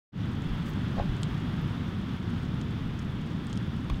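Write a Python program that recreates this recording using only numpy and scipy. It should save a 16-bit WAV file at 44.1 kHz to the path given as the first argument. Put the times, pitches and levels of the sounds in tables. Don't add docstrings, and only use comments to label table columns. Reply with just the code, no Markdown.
import sys
import numpy as np
from scipy import signal
from scipy.fft import rfft, irfft
from scipy.io import wavfile

SR = 44100
rng = np.random.default_rng(int(sys.argv[2]) if len(sys.argv) > 2 else 0)


def transcribe(signal):
    frames = np.atleast_2d(signal).T
    limited = np.clip(frames, -1, 1)
    pcm = np.round(limited * 32767).astype(np.int16)
    wavfile.write(sys.argv[1], SR, pcm)


N = 176400
TIME = np.arange(N) / SR
TICK_CYCLES = 11.2


def from_db(db):
    return 10 ** (np.asarray(db) / 20)


def rms_one(x):
    return x / np.sqrt(np.mean(x ** 2) + 1e-20)


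def noise(spectrum):
    hz, db = np.transpose(spectrum)
    bins_hz = np.maximum(np.arange(N // 2 + 1) * SR / N, 1)
    skirts = np.minimum(bins_hz / hz[0], 1) ** 2 * np.minimum(hz[-1] / bins_hz, 1) ** 2
    colour = from_db(np.interp(np.log(bins_hz), np.log(hz), db))
    return rms_one(irfft(rfft(rng.standard_normal(N)) * skirts * colour, N))


def drift(rate_hz):
    r = np.exp(-2 * np.pi * rate_hz / SR)
    return rms_one(signal.lfilter([1], [1, -2 * r, r * r], rng.standard_normal(N + SR))[SR:])


def ring(x, hz, t60):
    r, w = np.exp(-np.log(1000) / (t60 * SR)), 2 * np.pi * min(hz, SR / 2 - 1) / SR
    return signal.lfilter([0, np.sin(w)], [1, -2 * r * np.cos(w), r * r], x + 1e-18)


def tap(x, hz, t60):
    return np.diff(ring(x, hz, t60), prepend=0) / (2 * np.sin(np.pi * hz / SR))


def dull(x, top_hz):
    return signal.sosfilt(signal.butter(4, min(top_hz, SR / 2 - 1), fs=SR, output="sos"), x + 1e-18)


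def clicks(rows):
    out = np.zeros(N)
    for start_s, db in rows:
        out[min(int(start_s * SR), N - 1)] += from_db(db)
    return out


def bump(middle_s, sigma_s):
    return np.exp(-.5 * ((TIME - middle_s) / sigma_s) ** 2)


def struck(blows, modes):
    out = np.zeros(N)
    for hz, mode_db, t60 in modes:
        hits = clicks([(start_s, db + mode_db + rng.normal(0, 1)) for start_s, db in blows])
        out += ring(hits, hz, t60)
    return out


def leg_ticks():
    # start_s, level_db, pitch_hz, body_share (0-1), top_hz
    taps = [(.421, -42, 7000, .3, 11000), (.659, -44, 7800, 0.3, 11000), (.697, -36, 14000, .05, 16000),
            (.736, -42, 6000, .3, 9000), (1.167, -42, 7000, .4, 11000), (1.2185, -44, 10800, .05, 12500),
            (1.232, -24.5, 7500, 0.84, 9400), (1.2325, -43, 13000, 0, 14000), (1.380, -46, 6800, .3, 10000),
            (1.617, -45, 13000, .1, 15000), (1.675, -48, 11500, .1, 13000), (2.614, -36, 6850, 0.8, 8460),
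            (2.708, -48, 7500, .2, 11000), (2.99, -40, 6000, .2, 9500), (2.994, -37.5, 5900, 0.1, 15000),
            (3.469, -37.5, 7800, 0.5, 11000), (3.498, -39, 6200, 0.4, 8000), (3.503, -47, 7500, .2, 10000),
            (3.5292, -32, 6600, 0.7, 9800), (3.5378, -45, 7000, .2, 9000), (3.558, -42, 6000, 0, 9000),
            (3.568, -45, 8800, .1, 10000), (3.5745, -34, 5300, .6, 10000), (3.575, -38, 9300, 0.1, 10000),
            (3.898, -43, 8000, .9, 16000), (3.901, -48, 11000, .5, 16000), (3.944, -34.5, 3430, 0.5, 4500)]
    # pitch_hz, level_db, t60_s
    body_modes = [(2470, -3.5, 0.0036), (3130, 1, 0.0062), (4100, -1, 0.0044), (5200, -10, .003),
                  (9700, -20, .002)]
    out = np.zeros(N)
    for start_s, db, hz, body_share, top_hz in taps:
        click = clicks([(start_s, db)])
        body = sum((-1) ** k * from_db(mode_db) * tap(click, mode_hz, t60)
                   for k, (mode_hz, mode_db, t60) in enumerate(body_modes))
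        out += dull(tap(click, hz, TICK_CYCLES / hz) - body_share * body, top_hz)
    return out


def leg_scratch():
    # freq_hz, level_db
    spectrum = [(3000, -12), (6500, 4), (10000, -7), (15000, -6)]
    return noise(spectrum) * bump(middle_s=.678, sigma_s=.021) * from_db(-63 + 4 * drift(200))


def husk_wobble():
    # start_s, level_db
    wobbles = [(.969, -39), (.977, -37.5), (.9845, -34), (.9975, -26), (1.0205, -40)]
    # pitch_hz, level_db, t60_s
    modes = [(584, -8, 0.18), (727, 3.5, 0.032), (814, 1, 0.066), (1085, 8, 0.02)]
    # freq_hz, level_db
    rub_spectrum = [(400, -11), (1300, 4), (2200, -5), (4000, -10), (9000, -36)]
    rub = noise(rub_spectrum) * bump(middle_s=.996, sigma_s=.02) * from_db(-46.5 + 2.5 * drift(150))
    cavity = signal.butter(2, (420, 830), "band", fs=SR, output="sos")
    return signal.sosfilt(cavity, struck(wobbles, modes)) + rub


def shell_knock():
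    # start_s, level_db
    knocks = [(3.8984, -36.5), (3.9003, -30), (3.9045, -41)]
    # pitch_hz, level_db, t60_s
    modes = [(950, -4, 0.0069), (1110, 2.5, 0.017), (2410, -2.5, .012), (3380, -3, 0.019),
             (4240, -15, .012), (6200, -25, 0.011)]
    return struck(knocks, modes)


def patter():
    steps_per_s, floor_db, spread_db = 44, -53, 2.5
    pitches_hz = np.geomspace(5000, 11000, num=8)
    out = np.zeros(N)
    for hz in pitches_hz:
        steps = rng.random(N) < steps_per_s / len(pitches_hz) / SR
        sizes = from_db(floor_db + spread_db * np.minimum(rng.exponential(1, N), 2))
        out += dull(tap(steps * sizes, hz, TICK_CYCLES / hz), top_hz=10500)
    return out


def litter_scatter(taps):
    level_db, t60_s = -5.5, .035
    t = TIME[:SR // 10]
    tail = rng.standard_normal(len(t)) * np.exp(-np.log(1000) * t / t60_s)
    return from_db(level_db) * signal.fftconvolve(taps, tail / np.linalg.norm(tail))[:N]


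def surf():
    # freq_hz, level_db
    rumble_spectrum = [(30, -21), (70, -4.5), (110, 1), (170, 0.5), (240, -4), (310, -10.5), (400, -18.5),
                       (520, -25.5), (800, -33)]
    # freq_hz, level_db
    hiss_spectrum = [(300, -5), (600, -3.5), (900, 1.5), (1300, 2.5), (1800, -1), (2400, -5.5), (3000, -4),
                     (3450, -2), (4000, -11.5), (5000, -15.5), (6300, -22), (8000, -28.5), (10000, -31.5),
                     (15500, -33.5)]
    # time_s, gain_db
    swell = [(.2, -0.5), (.8, 1.5), (1.2, 1.5), (1.7, 1.5), (2.2, -1.1), (2.6, 0.3), (3.0, -1), (3.5, -0.6),
             (4.0, -2)]
    swell_db = np.interp(TIME, *np.transpose(swell))
    rumble = noise(rumble_spectrum) * from_db(-31.5 + .5 * swell_db + .36 * drift(8.2))
    hiss = noise(hiss_spectrum) * from_db(-47 + swell_db + .5 * drift(6.4))
    return rumble + hiss


def wind():
    # freq_hz, level_db
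    spectrum = [(12, 4), (25, -7), (45, 6), (80, -8.5), (160, -42)]
    # middle_s, level_db
    buffets = [(.52, -33), (1.0, -32), (1.11, -30.5), (3.925, -31.5)]
    air = noise(spectrum)
    breeze = from_db(-48.5 + 1.9 * drift(2.2))
    gusts = sum(from_db(db) * bump(middle_s, sigma_s=.025) for middle_s, db in buffets)
    return air * (breeze + gusts)


def scene():
    bed = surf() + wind()
    legs = leg_ticks() + patter()
    return (bed + legs + litter_scatter(legs) + leg_scratch() + husk_wobble() + shell_knock())[None]


def record(dry):
    fade_start_s, fade_s, cutoff_hz = .12, .092, 15850
    fade = np.clip((TIME - fade_start_s) / fade_s, 0, 1)
    return signal.sosfilt(signal.ellip(12, .1, 80, cutoff_hz, fs=SR, output="sos"), dry * fade)


dry = scene()
out = record(dry)
transcribe(out)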